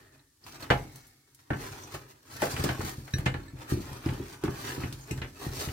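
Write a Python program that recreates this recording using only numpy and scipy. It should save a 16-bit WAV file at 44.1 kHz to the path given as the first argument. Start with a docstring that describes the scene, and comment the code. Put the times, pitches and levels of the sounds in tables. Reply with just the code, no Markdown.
"""Breaded strips tipped onto a plate

A small kitchen, a stereo pair close to the worktop. Crisp strips slide from a non-stick fryer basket
onto a ceramic plate. The basket knocks and rattles, crumbs rasp along its floor as it tilts, and the
strips drop with soft thuds that boom in the worktop and now and then make the plate clink."""
import sys
import numpy as np
from scipy import signal
from scipy.fft import rfft, irfft, next_fast_len
from scipy.io import wavfile
from scipy.ndimage import uniform_filter1d

SR = 44100
rng = np.random.default_rng(int(sys.argv[2]) if len(sys.argv) > 2 else 0)


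def waveform_to_disk(signal):
    """Save audio, clipped to [-1, 1], as 16-bit WAV at the path in sys.argv[1]."""
    frames = np.transpose(np.atleast_2d(signal))
    scaled = np.clip(frames, -1, 1) * 32767
    samples = np.round(scaled).astype(np.int16)
    wavfile.write(sys.argv[1], SR, samples)


N = 252252
RING_S = np.arange(int(.8 * SR)) / SR  # time axis of one blow


# Dull blows of strips and basket: start_s, worktop_db, walls_db
THUD_HITS = [(0.704, -20.5, -25.5), (0.722, -32, -53), (0.744, -35, -59),
             (0.801, -45, -58),(1.505, -23, -28), (1.942, -39.5, -51), (2.42, -59, -30.5),
             (2.537, -30.5, -39.5), (2.596, -24.5, -38), (2.64, -35, -25.5), (2.696, -27, -36),
             (2.792, -32, -35), (2.836, -30, -35.5), (2.98, -32, -47), (3.137, -21, -48), (3.19, -27, -49),
             (3.262, -20, -31.5), (3.344, -29, -40.5), (3.534, -35, -48.5), (3.72, -20.5, -26),
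             (3.772, -31.5, -32.5), (3.915, -34.5, -46), (4.06, -26, -28), (4.091, -26, -56),
             (4.12, -45, -37), (4.199, -38, -34.5), (4.437, -48, -24.5), (4.482, -29, -30.5),
             (4.779, -28, -34), (4.835, -28.5, -34.5), (4.924, -34.5, -51), (5.11, -27, -32.5),
             (5.179, -32.5, -54), (5.216, -31.5, -44), (5.466, -27.5, -40), (5.674, -26, -80)]
# Modes of the worktop and of the basket's thin walls: pitch_hz, level_db, t60_s
WORKTOP_MODES = [(47.5, -8, 0.44), (91.9, 7, 0.13), (112, -4, 0.25), (126.6, 6, 0.23), (141.5, -1.5, 0.23)]
WALL_MODES = [(196.4, -2.5, 0.18), (244.5, -6, 0.2), (290.6, 6, 0.093), (324.4, 2, 0.12), (345, 7, 0.082),
              (393, -5, 0.14)]
# Spectrum of the walls' densely packed modes: frequency_hz, gain_db
WALL_SPECTRUM = [(100, -10), (180, -7), (300, -11), (400, -7), (520, -36), (1000, -38), (3000, -62)]

def thuds(worktop_trim_db=-3, walls_trim_db=-1, push_s=0.0021):
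    """A soft push booms in the worktop and in the thin walls of the basket."""
    out = np.zeros((2, N))
    push = 1 - np.exp(-RING_S / push_s)
    for start_s, worktop_db, walls_db in THUD_HITS:
        boom = unit_attack(push * ring(WORKTOP_MODES, scatter_db=1.2, phase_spread=.25))
        walls = unit_attack(push * ring(WALL_MODES, scatter_db=1.5))
        walls += amp(-3) * unit_attack(shaped(burst(t60_s=0.19), WALL_SPECTRUM))
        add(out, start_s, amp(worktop_db + worktop_trim_db) * boom)
        add(out, start_s, amp(walls_db + walls_trim_db) * unit_attack(walls))
    return kitchen(out, wet_db=-16)


# Hard knocks on the basket: start_s, level_db, cutoff_hz, favoured_hz
KNOCK_HITS = [(0.4645, -51.5, 2440, 905), (0.7023, -23.5, 3100, 1500), (0.7072, -20.5, 2500, 700),
              (0.737, -34, 1108, 750), (1.5034, -34, 2050, 1660), (1.507, -35.5, 1880, 1710),
              (1.533, -37.5, 2080, 1460), (1.943, -42, 4100, 666), (2.420, -25.5, 2000, 610),
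              (2.434, -31.5, 1190, 526), (2.465, -41, 1910, 724), (2.5645, -37.5, 3200, 2000),
              (2.641, -34, 2580, 634), (2.690, -32, 3230, 650), (2.806, -37.5, 1900, 1300),
              (3.077, -49.5, 2720, 1800), (3.183, -45.5, 3480, 1690), (3.260, -30, 3720, 2060),
              (3.265, -33, 3200, 1410), (3.341, -38, 2520, 1630), (4.061, -43, 2480, 970),
              (4.087, -42.5, 3580, 2040), (4.436, -39.5, 2030, 1220), (4.478, -38.5, 1700, 1180),
              (4.836, -40.5, 2880, 2300), (5.177, -48.5, 3500, 1500), (5.217, -38, 3480, 2140),
              (5.246, -46.5, 2880, 1760), (5.686, -45, 3550, 2300)]
# Modes of its stiff body: pitch_hz, level_db, t60_s
BASKET_MODES = [(455, -4, .15), (497, -2, .19), (587, -1, .2), (689, -3, .16), (722, -1, .15),
                (785, -3, .15), (832, 2, .2), (912, -4, .15), (1068, -6, .15), (1114, -4, .13),
                (1346, -4, .16), (1474, -3, .16), (1545, -3, .17), (1740, -2, .19), (1846, -3, .15),
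                (1976, -7, .13), (2085, -3, .19), (2304, -6, .14), (2546, -10, .15), (2935, 6, .095),
                (3316, -10, .15)]
# Spectra of its short clatter and of the rack inside: frequency_hz, gain_db
CLATTER_SPECTRUM = [(200, -56.5), (380, 6), (750, 4), (1100, 0.5), (1700, 2), (2300, 1), (4000, -0.5),
                    (8000, -2), (16000, -9.5)]
RACK_SPECTRUM = [(450, -38), (780, 18), (1100, -20), (1700, -12), (2200, 27.5), (2800, -38), (4400, -10),
                 (7000, -35)]

def knocks(trim_db=-1, favoured_db=6):
    """The basket cracks, clatters and rings, dulled by the contact's softness; its rack rings faintly."""
    out = np.zeros((2, N))
    for start_s, level_db, cutoff_hz, favoured_hz in KNOCK_HITS:
        def contact_db(hz):
            dulling_db = 10 * np.log10(1 / (1 + (hz / cutoff_hz) ** 6) + amp(-48.5))
            return dulling_db + favoured_db * amp(peak_db(hz, favoured_hz, width_oct=0.45))
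        rattle = burst(t60_s=0.15)
        crack = amp(2) * burst(t60_s=0.045)
        clatter = unit_attack(shaped(rattle + crack, CLATTER_SPECTRUM))
        rack = amp(-40) * unit_attack(shaped(burst(t60_s=1.37), RACK_SPECTRUM))
        body = amp(-7) * unit_attack(ring(BASKET_MODES, scatter_db=2.4))
        blow = colour(clatter + body + rack, contact_db)
        add(out, start_s, amp(level_db + trim_db) * unit_attack(blow))
    return kitchen(out, wet_db=-16)


# Separate slips of the strips: peak_s, level_db, rise_s, fall_s, weight_db
STRIP_SLIPS = [(0.01, -66.5, 0.14, 0.21, 6.5), (0.16, -71.5, 0.13, 0.11, 6.5), (0.473, -54, 0.066, 0.18, 0),
               (0.55, -56, 0.077, 0.079, 5.5), (0.632, -52, 0.09, 0.12, 8), (0.73, -53, 0.044, 0.25, 4),
               (0.97, -59, 0.45, 0.3, -6), (1.40, -70, .08, 0.11, -2), (1.633, -48, 0.14, 0.19, 4.5),
               (1.78, -54.5, 0.29, 0.53, 4), (1.95, -50, 0.1, 0.083, 4), (2.109, -58, .05, 0.054, -5),
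               (2.36, -50, .15, .12, 0), (2.44, -41, 0.076, 0.21, 2), (2.515, -43.5, 0.093, 0.042, -5),
               (2.604, -43.5, 0.12, 0.067, 7), (2.67, -44.5, 0.05, 0.18, 7.5), (2.88, -43, 0.15, 0.1, 2.5),
               (3.19, -59.5, 0.12, 0.12, 11), (3.28, -68.5, 0.11, 0.48, 15), (3.62, -57, 0.11, 0.16, 8.5),
               (3.712, -42, 0.047, 0.091, 0), (3.79, -55.5, 0.1, 0.48, 0), (3.94, -54, 0.37, 0.21, 5.5),
               (4.09, -52.5, 0.13, 0.27, 8), (4.331, -54.5, 0.32, .1, 4.5), (4.46, -53.5, 0.057, 0.065, 12),
               (4.68, -45, 0.32, 0.28, 4), (4.835, -50.5, 0.093, 0.097, 7), (5.11, -55.5, 0.076, 0.11, 8),
               (5.437, -47, 0.093, .2, 4), (5.618, -38.5, 0.13, .12, -0.5)]
# Loose crumbs creep between slips, more as the basket tips: time_s, level_db
CRUMB_CREEP = [(0, -81), (.33, -80.5), (1.298, -73), (2.2, -74), (2.5, -52), (3.1, -58), (3.498, -66.5),
               (3.902, -72), (4.9, -57), (5.3, -60.5), (5.72, -50.5)]

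def motion(creep_weight_db=-2.5):
    """Strength of the sliding, plain and weighted by the load on the basket floor."""
    power = amp(np.interp(np.arange(N) / SR, *np.transpose(CRUMB_CREEP))) ** 2
    pressed_power = amp(creep_weight_db) ** 2 * power
    for peak_s, level_db, rise_s, fall_s, weight_db in STRIP_SLIPS:
        slip = swell(peak_s, level_db, rise_s, fall_s)
        power += slip
        pressed_power += amp(weight_db) ** 2 * slip
    return np.sqrt(power), np.sqrt(pressed_power)


# Spectra of the bright rasp and the hollow scrape: frequency_hz, gain_db
RASP_SPECTRUM = [(500, -37), (1500, 5), (2800, 2.5), (4500, 7), (6000, 5), (8500, 4), (11000, -2.5),
                 (13500, 2.5), (16000, -3.5)]
HOLLOW_SPECTRUM = [(200, -36.5), (400, 11), (540, -3.5), (760, 3.5), (1050, 1.5), (1320, 3.5), (1550, 0),
                   (1750, 1), (2300, -3.5), (3200, -6.5), (6000, -19), (16000, -61)]

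def sliding(rasp_db=-0.5, hollow_db=-1, crackle_db=-8):
    """Crumbs rasp and crackle on the coating, the basket colours their scrape, and the strips tumble."""
    speed, pressed = motion()
    crumbs = unit_rms(grains(per_s=3400, spread_db=1, t60_s=.003))
    crumbs += amp(crackle_db) * unit_rms(grains(per_s=150, spread_db=3.5, t60_s=0.013))
    crumbs = basket_floor(crumbs, ring_db=-1, t60_s=.05)
    scrape = grains(per_s=700, spread_db=1.5, t60_s=0.021)
    scrape = basket_floor(scrape, ring_db=0.5, t60_s=0.067)
    friction = amp(rasp_db) * speed * unit_rms(shaped(crumbs, RASP_SPECTRUM))
    friction += amp(hollow_db) * pressed * unit_rms(shaped(scrape, HOLLOW_SPECTRUM))
    friction *= lurches()
    return kitchen(friction + tumbling(pressed), wet_db=-10)


def grains(per_s, spread_db, t60_s, trains=12):
    """Crumbs catch and slip: trains of uneven clicks, each train with its own tiny ring."""
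    out = np.zeros((2, N))
    for _ in range(trains):
        catches = rng.random(N) < per_s / trains / SR
        clicks = catches * amp(spread_db * np.minimum(rng.exponential(1, N), 4))
        out += signal.oaconvolve(clicks[None], burst(t60_s)[:, :512], axes=1)[:, :N]
    return out


def basket_floor(x, ring_db, t60_s, size=6144):
    """Crumbs ring the basket floor; its crowd of modes changes as the load shifts."""
    out = np.zeros((2, N))
    window = signal.windows.hann(size, sym=False)
    for start in range(0, N, size // 2):
        part = x[:, start:start + size] * window[:N - start]
        response = burst(t60_s)[:, :size // 2]
        response /= np.linalg.norm(response[0])
        add(out, start / SR, signal.fftconvolve(part, response, axes=1))
    return x + amp(ring_db) * out


def lurches(depth_db=1.3, size=640):
    """The strips catch and let go, so the friction comes in short, uneven surges."""
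    wander = uniform_filter1d(rng.standard_normal(N), size)
    wander = unit_rms(uniform_filter1d(wander, size // 2))
    return unit_rms(amp(depth_db * np.clip(wander, -2, 2)))


# Low rumble of strips rolling over each other: frequency_hz, gain_db
TUMBLE_SPECTRUM = [(25, -17), (48, 10), (68, -1.5), (95, 6.5), (130, 9.5), (190, -10.5), (290, 6.5),
                   (400, -8.5), (550, -11), (1500, -50.5)]

def tumbling(pressed, pivot_db=-50, growth=0.84):
    """Strips roll; the hand-held basket passes little deep bass, the worktop all of it."""
    in_basket, on_worktop = unit_rms(shaped(rng.standard_normal((2, 2, N)), TUMBLE_SPECTRUM))
    rolling = amp(pivot_db) * (pressed / amp(pivot_db)) ** growth  # faster strips skid rather than roll
    return rolling * low_cut(in_basket, hz=60) + settling() * on_worktop


def settling(trim_db=-16, t60_s=0.6):
    """Strength of the jostling that each thud leaves in the heap."""
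    power = np.zeros((1, N))
    for start_s, worktop_db, _ in THUD_HITS:
        add(power, start_s, (amp(worktop_db + trim_db) * decay(t60_s)[None]) ** 2)
    return np.sqrt(power[0])


# Blows on the plate, a row per group of modes woken: start_s, level_db, favoured_hz, width_oct
CLINK_HITS = [(3.1385, -40, 5700, 0.054), (3.1375, -39, 1690, 0.069), (3.1373, -40.5, 4000, 0.14),
              (3.1375, -47, 2500, .1), (3.264, -33, 2110, 0.44), (3.261, -49.5, 6740, .06),
              (3.261, -56, 8480, 0.056), (3.34, -56, 4240, 0.077), (3.433, -65, 4330, 0.048),
              (3.482, -63, 4260, 0.087), (3.482, -66, 7900, 0.11), (3.48, -56.5, 1780, 0.091),
              (5.109, -43.5, 2470, 0.1), (5.111, -46.5, 7600, 1)]
# Modes of the ceramic: pitch_hz, level_db, t60_s
PLATE_MODES = [(1310, -3, .18), (1545, -4, .2), (1680, -9, .2), (1768, 0, .21), (2087, 3, .16),
               (2510, -4, .11), (2724, -4, .16), (2945, -5, .3), (3903, -1, .13), (4301, -13, .36),
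               (5512, -12, .12), (5796, 3, .13), (5990, -8, .14), (7160, -4, .24), (7800, -2, .22),
               (8482, -6, .22), (10490, -7, .12), (12630, -12, .22)]

def clinks():
    """The plate rings most in the modes that move where it is struck; the food soon damps it."""
    out = np.zeros((2, N))
    for start_s, level_db, favoured_hz, width_oct in CLINK_HITS:
        modes = [(hz, db + peak_db(hz, favoured_hz, width_oct), t60_s) for hz, db, t60_s in PLATE_MODES]
        tick = colour(burst(t60_s=0.014), lambda hz: peak_db(hz, favoured_hz, width_oct))
        damping = 1 + .8 * decay(t60_s=.07)
        clink = unit_attack(damping * ring(modes, scatter_db=1)) + amp(-7) * unit_attack(tick)
        add(out, start_s, amp(level_db) * unit_attack(clink))
    return kitchen(out, wet_db=-28.5)


# Breaks in the crust: start_s, level_db, brightest_hz
CRUST_SNAPS = [(0.465, -50.5, 3020), (0.605, -50, 6900), (0.625, -51, 7000), (0.958, -50, 8100),
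               (1.068, -56, 10900), (1.347, -55.5, 8970), (1.390, -59.5, 1400), (1.941, -48, 6770),
               (2.419, -36.5, 6800), (2.538, -46, 7000), (2.565, -47, 5000), (2.597, -48, 7000),
               (2.639, -31.5, 5200), (2.689, -52, 4000), (2.813, -42.5, 4000), (3.107, -57, 5060),
               (3.14, -50, 8000), (3.184, -45.5, 9000), (3.257, -45.5, 4900), (3.695, -50, 7000),
               (4.06, -53, 6930), (4.438, -43.5, 4240), (4.926, -42.5, 3800), (5.111, -44.5, 5800),
               (5.177, -52.5, 4000)]

def snaps(trim_db=-4, slope_db_per_oct=6):
    """Crust breaks with one sharp crack and a quickly fading spray of tiny ones."""
    out = np.zeros((2, N))
    for start_s, level_db, brightest_hz in CRUST_SNAPS:
        grit_db = 3 * np.repeat(rng.standard_normal(len(RING_S)), 24)[:len(RING_S)]
        spray = amp(grit_db) * burst(t60_s=0.1)
        crack = amp(4) * burst(t60_s=0.0031)
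        snap = colour(spray + crack, lambda hz: -slope_db_per_oct * abs(np.log2((hz + 1) / brightest_hz)))
        add(out, start_s, amp(level_db + trim_db) * unit_attack(snap))
    return kitchen(out, wet_db=-14.5)


# Tiny squeaks of crust on the coating: start_s, level_db, pitch_hz, t60_s
CRUST_SQUEAKS = [(0.194, -68.5, 3960, 0.048), (0.439, -56.5, 4930, 0.05), (0.625, -49, 4300, 0.042),
                 (1.834, -51.5, 6020, 0.16), (2.517, -48, 4800, 0.17), (4.059, -52.5, 5100, 0.014),
                 (5.009, -58, 6600, 0.27)]

def squeaks(trim_db=-1):
    """Stick and slip draws a brief, rough, half-pitched chirp from the coating."""
    out = np.zeros((2, N))
    for start_s, level_db, pitch_hz, t60_s in CRUST_SQUEAKS:
        squeak = colour(burst(t60_s), lambda hz: peak_db(hz, pitch_hz, width_oct=0.094))
        add(out, start_s, amp(level_db + trim_db) * unit_attack(squeak))
    return kitchen(out, wet_db=-17)


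# The basket rubs and sings faintly: peak_s, level_db, rise_s, fall_s
BASKET_RUBS = [(0.0, -68, .1, 0.49), (0.96, -67, 0.13, 0.35), (2.05, -77.5, .1, 0.072),
               (2.4, -48.5, 0.068, 0.057)]

def rubs(pitch_hz=1800, width_hz=110):
    """Fine friction keeps one resonance of the basket sounding."""
    friction = rng.standard_normal((2, N))
    singing = colour(friction, lambda hz: -15 * np.log10(1 + ((hz - pitch_hz) / width_hz) ** 2))
    return np.sqrt(sum(swell(*row) for row in BASKET_RUBS)) * unit_rms(singing)


# Reverberation of the small kitchen: frequency_hz, t60_s
KITCHEN_DECAY = [(100, 0.66), (400, 0.4), (1500, 0.32), (5000, 0.11), (15000, 0.21)]

def kitchen(x, wet_db):
    """Tiles and cupboards answer with a short tail, each band dying at its own speed."""
    hz, t, bands = signal.stft(rng.standard_normal((2, len(RING_S))), SR, nperseg=256)
    bands = bands * amp(-60 * t / curve_at(KITCHEN_DECAY, hz)[:, None])
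    _, tail = signal.istft(bands, SR, nperseg=256)
    tail[:, :180] = 0  # reflections reach the microphones 4 ms after the direct sound
    tail /= np.linalg.norm(tail[0])
    return x + amp(wet_db) * signal.fftconvolve(x, tail, axes=1)[:, :N]


# Spectrum of the room behind the action: frequency_hz, gain_db
HUSH_SPECTRUM = [(20, -12), (50, 4), (80, 4), (130, 9), (200, -18), (290, 3), (500, -33), (1000, -63),
                 (2000, -26), (4000, -14), (9000, -13.5), (16000, -20)]

def room_tone(level_db=-70):
    """The low, steady hush of the kitchen."""
    return amp(level_db) * unit_rms(shaped(rng.standard_normal((2, N)), HUSH_SPECTRUM))


def ring(modes, scatter_db, phase_spread=1):
    """Modes as mid and side; each point of contact weights them differently."""
    out = np.zeros((2, len(RING_S)))
    for hz, db, t60_s in modes:
        weight = amp(db + scatter_db * rng.standard_normal())
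        phase = phase_spread * rng.uniform(-np.pi, np.pi, (2, 1))
        out += weight * decay(t60_s) * np.sin(2 * np.pi * hz * RING_S + phase)
    return out


def burst(t60_s):
    """A crowd of modes too dense to tell apart, as mid and side."""
    return rng.standard_normal((2, len(RING_S))) * decay(t60_s)


def decay(t60_s):
    """Falls by 60 dB in t60_s, or in 5 ms if that is longer."""
    return amp(-60 * RING_S / max(t60_s, .005))


def swell(peak_s, level_db, rise_s, fall_s, depth_db=27, roundness=1.35):
    """Power of a move that gathers speed and brakes, depth_db down at rise_s before and fall_s after."""
    t = np.arange(N) / SR - peak_s
    away = np.where(t < 0, -t / rise_s, t / fall_s)
    return np.where(away < 4, amp(level_db - depth_db * away ** roundness) ** 2, 0)


def peak_db(hz, favoured_hz, width_oct):
    """Gain that falls away on both sides of the frequency best excited."""
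    return -20 * np.log10(1 + (np.log2((hz + 1) / favoured_hz) / width_oct) ** 2)


def colour(x, curve_db):
    """Minimum-phase filter whose gain in dB is a function of frequency."""
    size = next_fast_len(x.shape[-1] + 4096)
    hz = abs(np.fft.fftfreq(size, 1 / SR))
    log_gain = np.log(amp(np.maximum(curve_db(hz), -100)))
    response = np.exp(np.conj(signal.hilbert(log_gain)))[:size // 2 + 1]
    return irfft(rfft(x, size) * response, size)[..., :x.shape[-1]]


def shaped(x, spectrum):
    return colour(x, lambda hz: curve_at(spectrum, hz))


def curve_at(points, hz):
    points_hz, values = np.transpose(points)
    return np.interp(np.log(hz + 1), np.log(points_hz + 1), values)


def low_cut(x, hz):
    return signal.sosfilt(signal.butter(2, hz, "highpass", fs=SR, output="sos"), x)


def amp(db):
    return 10 ** (np.asarray(db) / 20)


def unit_rms(x):
    return x / np.sqrt(np.mean(x ** 2) + 1e-20)


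def unit_attack(x):
    """Scales a blow to unit power over its first 15 ms."""
    return x / np.sqrt(np.mean(x[:, :int(.015 * SR)] ** 2) + 1e-20)


def add(mix, start_s, sound):
    part = mix[:, round(start_s * SR):][:, :sound.shape[1]]
    part += sound[:, :part.shape[1]]


# Stereo width at the microphones: frequency_hz, side_over_mid_db
STEREO_WIDTH = [(60, -25), (125, -21.5), (250, -15.5), (500, -3), (1000, -1), (2000, -2), (4000, 0)]

def scene():
    """Bass reaches both microphones alike; treble arrives unrelated."""
    mid, side = knocks() + thuds() + clinks() + snaps() + squeaks() + sliding() + rubs() + room_tone()
    side = shaped(side, STEREO_WIDTH)
    return np.array([amp(-0.02) * (mid + side), amp(-0.14) * (mid - side)])


def record(dry, low_cut_hz=36, high_cut_hz=16050):
    """The recorder's bass roll-off and band limit."""
    band_limit = signal.firwin(511, high_cut_hz, window=("kaiser", 9), fs=SR)
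    return signal.oaconvolve(low_cut(dry, low_cut_hz), band_limit[None], "same")


dry = scene()
out = record(dry)
waveform_to_disk(out)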